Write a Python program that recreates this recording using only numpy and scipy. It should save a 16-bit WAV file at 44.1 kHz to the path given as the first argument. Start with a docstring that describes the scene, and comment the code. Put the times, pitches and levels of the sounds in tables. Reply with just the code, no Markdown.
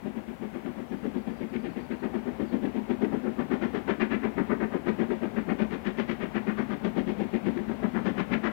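"""From the start a train rumbles up a wooded valley, some way off, over a faint recorder hiss.
At once the steam exhaust sets in, eight beats a second: each jet pulse thumps, excites the resonances of
smokebox and chimney, and roars and hisses above them. Ground, hillsides and trees return it in turn.
From 0.9 to 2.5 s a small bird whistles a falling phrase; then the engine grows louder as it nears.
The microphone feeds the left channel, with only a trace in the right; the recorder hisses in both."""
import sys
import numpy as np
from scipy import signal
from scipy.fft import rfft, irfft, next_fast_len
from scipy.io import wavfile
from scipy.ndimage import uniform_filter1d

SR = 44100
rng = np.random.default_rng(int(sys.argv[2]) if len(sys.argv) > 2 else 0)


def inscribe(sig):
    """Save sig as 16-bit PCM at rate SR to the path in sys.argv[1].

    A 1-D sig is mono; a 2-D sig holds one channel per row.
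    Samples are clipped to [-1, 1] before scaling.
    """
    pcm = np.round(np.clip(np.atleast_2d(sig).T, -1, 1) * 32767)
    wavfile.write(sys.argv[1], SR, pcm.astype(np.int16))


N = 375732
TIME = np.arange(N) / SR

# spectrum of the rolling train: (frequency [Hz], relative level [dB])
ROLLING_SPECTRUM = [(15, -21), (35, -12), (58, 7.5), (80, 0), (105, 2), (150, 7), (230, -1), (400, 0.5),
                    (800, 0), (1200, -8.5), (2200, -11), (3200, -19.5), (5000, -32.5), (10000, -49)]
# rumble of the approaching train: (time [s], level [dB])
ROLLING_LEVEL = [(0, -44), (3, -41), (6, -41), (8.5, -39)]
# four beats a turn, uneven as the valves are set: (phase [turns], accent [dB], nominal length [s])
VALVE_TIMING = [(0, 1.45, 0.033), (.2183, 0.4, 0.033), (.464, -2, 0.035), (.7474, 0.52, 0.031)]
# spectra of air thump, turbulent jet and steam hiss: (frequency [Hz], relative level [dB])
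THUMP_SPECTRUM = [(15, -26), (38, -7), (60, -3), (85, -3), (130, -17), (250, -22), (1000, -72)]
JET_SPECTRUM = [(90, -6), (250, -2), (500, 0.5), (900, 0), (1150, 0), (1450, 0), (2050, -0.5), (2350, -3),
                (2800, -11), (3400, -23), (4500, -33), (8000, -75)]
STEAM_SPECTRUM = [(1500, -47), (2500, 3), (3200, 6), (4000, -5), (5000, -12.5), (6500, -19.5),
                  (9000, -38.5), (15000, -74)]
# modes of smokebox, chimney and blastpipe: (frequency [Hz], nominal bandwidth [Hz], relative level [dB])
SMOKEBOX_MODES = [(134.6, 40, -21.5), (198.3, 20.8, -4), (220.7, 30.6, 1), (252.6, 42.4, -5.5)]
CHIMNEY_MODES = [(351.7, 38.5, 3), (407.6, 41, -3.5), (444, 29, -13.5), (544.4, 42, -9.5),
                 (606.6, 48, -9.5), (773, 75, -12.5), (922, 50, -15)]
BLASTPIPE_MODES = [(1194, 43, 1), (1530, 70, -7.5), (1810, 150, -5.5)]
# the boom lifts, then sinks as the engine rounds the curve: (time [s], pitch [ratio])
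BOOM_GLIDE = [(0, 1.025), (3, 1.062), (6, 1.0), (8.5, 0.98)]
# strength of boom, bark, roar and steam hiss across the distance: (time [s], relative level [dB])
BOOM_LEVEL = [(0.07, -31.5), (0.67, -32.5), (1.06, -27.5), (1.92, -30), (2.77, -24.5), (2.91, -27.5),
              (3.04, -24), (3.76, -26.5), (4.4, -23), (4.52, -26), (5.62, -25), (5.74, -28), (7.22, -24.5),
              (7.36, -25.5), (8.34, -23), (8.46, -28)]
BARK_LEVEL = [(0.07, -36.5), (0.3, -40.5), (0.44, -37), (3.27, -28), (3.411, -29.5), (3.9, -25.6),
              (4.14, -30.0), (4.26, -27), (5.24, -26.5), (5.38, -32.5), (5.51, -29), (5.74, -31.5),
              (6.37, -30), (6.6, -33.5), (6.86, -28.5), (8.46, -30.5)]
ROAR_LEVEL = [(0.07, -51.5), (0.67, -46), (1.3, -47), (2.05, -41), (2.77, -45.5), (3.27, -39), (3.9, -30),
              (4.3, -32.5), (4.63, -32.5), (5.12, -37.5), (6.5, -33), (6.72, -34), (7.09, -42), (7.6, -41),
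              (7.97, -33), (8.46, -28.5)]
STEAM_LEVEL = [(0.07, -69), (1.66, -62.5), (2.05, -64), (2.91, -59.5), (3.27, -66.5), (3.7, -52),
               (4.03, -53.5), (4.52, -64), (4.89, -56.5), (5.511, -63), (5.62, -54.5), (6.11, -51.5),
               (6.37, -59), (6.8, -53.5), (7.4, -59.5), (7.97, -60.5), (8.08, -50.5), (8.46, -51.5)]
# moving air brightens and dulls the roar: (time [s], treble relative to bass [dB])
ROAR_TILT = [(0, 13), (.9, -6), (1.7, 14.5), (2.35, -13), (2.75, 10), (3.3, -14), (4.1, 5.5), (4.5, -10),
             (5.2, 0.5), (6.37, 5), (6.72, -10.5), (7.1, 12), (7.4, 12), (7.85, -20), (8.34, 7), (8.46, -9)]
# reflections from the hillsides: (delay [s], relative level [dB])
HILLSIDE_ECHOES = [(.028, -13.5), (0.041, -18.5), (0.126, -26.5), (.24, -19)]
# bird notes: (time [s], length [s], start frequency [Hz], end frequency [Hz], relative level [dB])
BIRD_NOTES = [(0.872, .05, 5870, 5450, -69), (0.97, .025, 4900, 4430, -67), (1.049, .03, 5550, 5520, -71),
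              (1.173, .03, 4580, 4330, -64), (1.292, .03, 4640, 4750, -68), (1.36, 0.045, 5100, 4270, -64),
              (1.495, 0.017, 5000, 4400, -62), (1.585, 0.028, 5000, 4300, -63),
              (1.687, 0.032, 4900, 4080, -62), (1.794, 0.027, 4800, 4100, -61),
              (1.827, 0.045, 4640, 4690, -68), (1.922, 0.017, 4670, 3970, -62),
              (1.993, 0.024, 4660, 3840, -62), (2.44, 0.08, 5100, 4000, -64)]
# spectrum of the recorder's self-noise: (frequency [Hz], relative level [dB])
SELF_NOISE_SPECTRUM = [(15, 1), (100, 1.5), (500, 0.38), (16000, -0.75)]


def from_db(db):
    """Amplitude ratio: tenfold for every 20 dB."""
    return 10 ** (np.asarray(db) / 20)


def unit_rms(x):
    """Normalisation to unit mean power."""
    return x / np.sqrt(np.mean(x ** 2) + 1e-20)


def along(curve, time_s=TIME):
    """Linear interpolation of a curve in time."""
    return np.interp(time_s, *np.transpose(curve))


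def noise(spectrum):
    """Spectral shaping of white noise, at unit power."""
    hz, db = np.transpose(spectrum)
    size = next_fast_len(N)
    bin_hz = np.maximum(np.fft.rfftfreq(size, 1 / SR), 1)
    gain = from_db(np.interp(np.log(bin_hz), np.log(hz), db))
    return unit_rms(irfft(rfft(rng.standard_normal(size)) * gain, size)[:N])


def drift(per_s):
    """Random fluctuation of unit power, interpolated between per_s values a second."""
    knots = rng.standard_normal(20000)
    return unit_rms(np.interp(TIME * per_s, np.arange(len(knots)), knots))


def resonate(x, hz, width_hz):
    """A damped resonator with unit peak gain: damping sets the bandwidth."""
    radius = np.exp(-np.pi * width_hz / SR)
    feedback = [1, -2 * radius * np.cos(2 * np.pi * hz / SR), radius * radius]
    return signal.lfilter(np.array([1, 0, -1]) * (1 - radius * radius) / 2, feedback, x)


def evened(x, span_s):
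    """Division by the running rms steadies the power and leaves the faster flutter."""
    size = max(int(span_s * SR), 2)
    power = uniform_filter1d(uniform_filter1d(x * x, size), size // 2)
    return x / np.sqrt(power + 1e-12)


def delayed(x, delay_s):
    """Propagation delay along a longer path."""
    return np.interp(TIME - delay_s, TIME, x, left=0)


def rolling():
    """Wheels and carriages radiate low broadband noise, louder as the distance shrinks."""
    return from_db(along(ROLLING_LEVEL) + 0.49 * drift(per_s=16)) * noise(ROLLING_SPECTRUM)


def valve_beats(count=18, first_s=0.0688, turn_s=0.49567, shortening_s=0.000216):
    """Each quickening wheel turn opens four valves: (time [s], length [s], accent [dB])."""
    phase, accent_db, length_s = np.tile(VALVE_TIMING, (count, 1)).T
    turns = np.repeat(np.arange(count), len(VALVE_TIMING)) + phase
    time_s = first_s + turn_s * turns - shortening_s * turns ** 2 / 2
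    chance = rng.standard_normal((len(time_s), 2))
    length_s = length_s * from_db(0.15 * chance[:, 0])
    accent_db = accent_db + 0.45 * chance[:, 1]
    return np.column_stack([time_s, length_s, accent_db])[time_s < N / SR]


def blasts(beats, level, lag_s, rise, fall, snap, accent, hold=1):
    """Pulsed flow: the beats add in power. Rise and fall are shares of a beat's length."""
    power = np.zeros(N)
    for time_s, length_s, accent_db in beats:
        near = slice(max(int((time_s - .1) * SR), 0), int((time_s + .3) * SR))
        age = (TIME[near] - time_s - lag_s) / length_s
        opening = -np.abs(age / rise) ** snap  # more snap opens the valve more abruptly
        emptying = hold - np.hypot(hold, 2 * age / fall)  # the flow holds, then the cylinder empties
        shape = np.exp(np.where(age < 0, opening, emptying))
        power[near] += from_db(along(level, time_s) + accent * accent_db) ** 2 * shape
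    return np.sqrt(power)


def air_thump(beats):
    """Volume displacement: each beat pushes out a low thump of air."""
    flow = blasts(beats, BOOM_LEVEL, lag_s=-0.0085, rise=.8, fall=1.2, snap=2, accent=.6)
    return from_db(-25.5) * flow * evened(noise(THUMP_SPECTRUM), span_s=0.096)


def ringing(modes, pitch):
    """Forced resonance: turbulence drives each mode; the pitch ratio scales all their frequencies."""
    size = N + SR
    tone = np.zeros(size)
    for hz, width_hz, db in modes:
        mode = resonate(rng.standard_normal(size), hz, 0.81 * width_hz)
        tone += from_db(db) * unit_rms(resonate(mode, hz, 4 * width_hz))  # steeper skirts
    position = np.cumsum(pitch * np.ones(N))
    return evened(np.interp(position, np.arange(size), tone), span_s=0.052)


def smokebox_boom(beats):
    """Cavity resonance: each beat excites the low modes of the smokebox."""
    flow = blasts(beats, BOOM_LEVEL, lag_s=-0.0005, rise=0.58, fall=0.73, snap=1.66, accent=0.94,
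                  hold=1.84)
    return from_db(1.7) * flow * ringing(SMOKEBOX_MODES, along(BOOM_GLIDE))


def chimney_bark(beats):
    """Pipe resonance: each beat excites the higher modes of the chimney."""
    flow = blasts(beats, BARK_LEVEL, lag_s=-0.0016, rise=0.54, fall=0.48, snap=2.5, accent=0.82,
                  hold=2.65)
    return from_db(1.73) * flow * ringing(CHIMNEY_MODES, pitch=1)


def jet_roar(beats, split_hz=2140):
    """Turbulent jet noise, coloured by blastpipe resonances and tilted in spectrum by moving air."""
    flow = blasts(beats, ROAR_LEVEL, lag_s=0, rise=0.67, fall=0.4, snap=3.98, accent=1.15, hold=3.1)
    rush = noise(JET_SPECTRUM)
    rush = rush + sum(from_db(db) * resonate(rush, hz, width) for hz, width, db in BLASTPIPE_MODES)
    bass = signal.sosfiltfilt(signal.butter(3, split_hz, fs=SR, output="sos"), rush)
    tilted = bass + from_db(along(ROAR_TILT)) * (rush - bass)
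    return from_db(0.44) * flow * evened(tilted, span_s=0.022)


def steam_hiss(beats):
    """Flow noise: escaping steam hisses in a band near 3 kHz."""
    flow = blasts(beats, STEAM_LEVEL, lag_s=-0.0022, rise=0.62, fall=0.49, snap=3.2, accent=1, hold=2.8)
    return from_db(5.5) * flow * noise(STEAM_SPECTRUM)


def exhaust():
    """Superposition of five sounds on one beat; random amplitude modulation roughens the jet."""
    beats = valve_beats()
    body = air_thump(beats) + smokebox_boom(beats) + chimney_bark(beats)
    jet = jet_roar(beats) + steam_hiss(beats)
    return body + jet * from_db(1.76 * drift(per_s=260))


def ground_reflection(x, lag_s=0.002998, wander_s=0.00015, db=-10):
    """Comb filtering: direct and reflected treble interfere while moving air shifts the delay."""
    treble = signal.sosfilt(signal.butter(2, 700, "high", fs=SR, output="sos"), x)
    return x + from_db(db) * delayed(treble, lag_s + wander_s * drift(per_s=4))


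def valley(x, dull_hz, bass_db, t60_s=1.184, build_s=0.052):
    """Reflection from slopes gives echoes; scattering by trees reverberates, its bass set by bass_db."""
    dull = signal.sosfilt(signal.butter(1, dull_hz, fs=SR, output="sos"), x)
    echoes = sum(from_db(db) * delayed(dull, delay_s) for delay_s, db in HILLSIDE_ECHOES)
    bass = signal.sosfilt(signal.butter(1, 600, fs=SR, output="sos"), dull)
    scattered = dull + (from_db(bass_db) - 1) * bass
    age = TIME[:int(1.5 * SR)]
    response = rng.standard_normal(len(age)) * from_db(-60 * age / t60_s) * (1 - np.exp(-age / build_s))
    wash = signal.fftconvolve(scattered, response / np.linalg.norm(response))[:N]
    return echoes + from_db(-15.5) * wash


def bird():
    """Frequency modulation: thin whistles glide and warble in a falling phrase; their level flickers."""
    song, warble_hz = np.zeros(N), 130 * drift(per_s=500)
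    for time_s, length_s, start_hz, end_hz, db in BIRD_NOTES:
        progress = np.linspace(0, 1, int(length_s * SR))
        note = slice(int(time_s * SR), int(time_s * SR) + len(progress))
        hz = start_hz + (end_hz - start_hz) * progress + warble_hz[note]
        song[note] += from_db(db) * np.sin(np.pi * progress) * np.sin(2 * np.pi * np.cumsum(hz) / SR)
    return song * from_db(2.0 * drift(per_s=90))


def scene():
    """Direct and reflected sound from train and bird superpose at one microphone."""
    engine, song = ground_reflection(exhaust()), bird()
    far_song = from_db(1.5) * song + from_db(11.0) * valley(song, dull_hz=8000, bass_db=0)
    far_engine = engine + valley(engine, dull_hz=4470, bass_db=-6.5)
    air = rolling() + far_engine + far_song
    return np.array([air, air])


def record(dry, crosstalk_db=-68, cutoff_hz=15900):
    """Crosstalk leaks the left signal to the right; both channels add self-noise and are low-passed."""
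    wired = dry * from_db([[0], [crosstalk_db]])
    hiss = np.array([from_db(db) * noise(SELF_NOISE_SPECTRUM) for db in (-86, -63.5)])  # left, right
    return signal.sosfilt(signal.ellip(12, .1, 80, cutoff_hz, fs=SR, output="sos"), wired + hiss)


dry = scene()
out = record(dry)
inscribe(out)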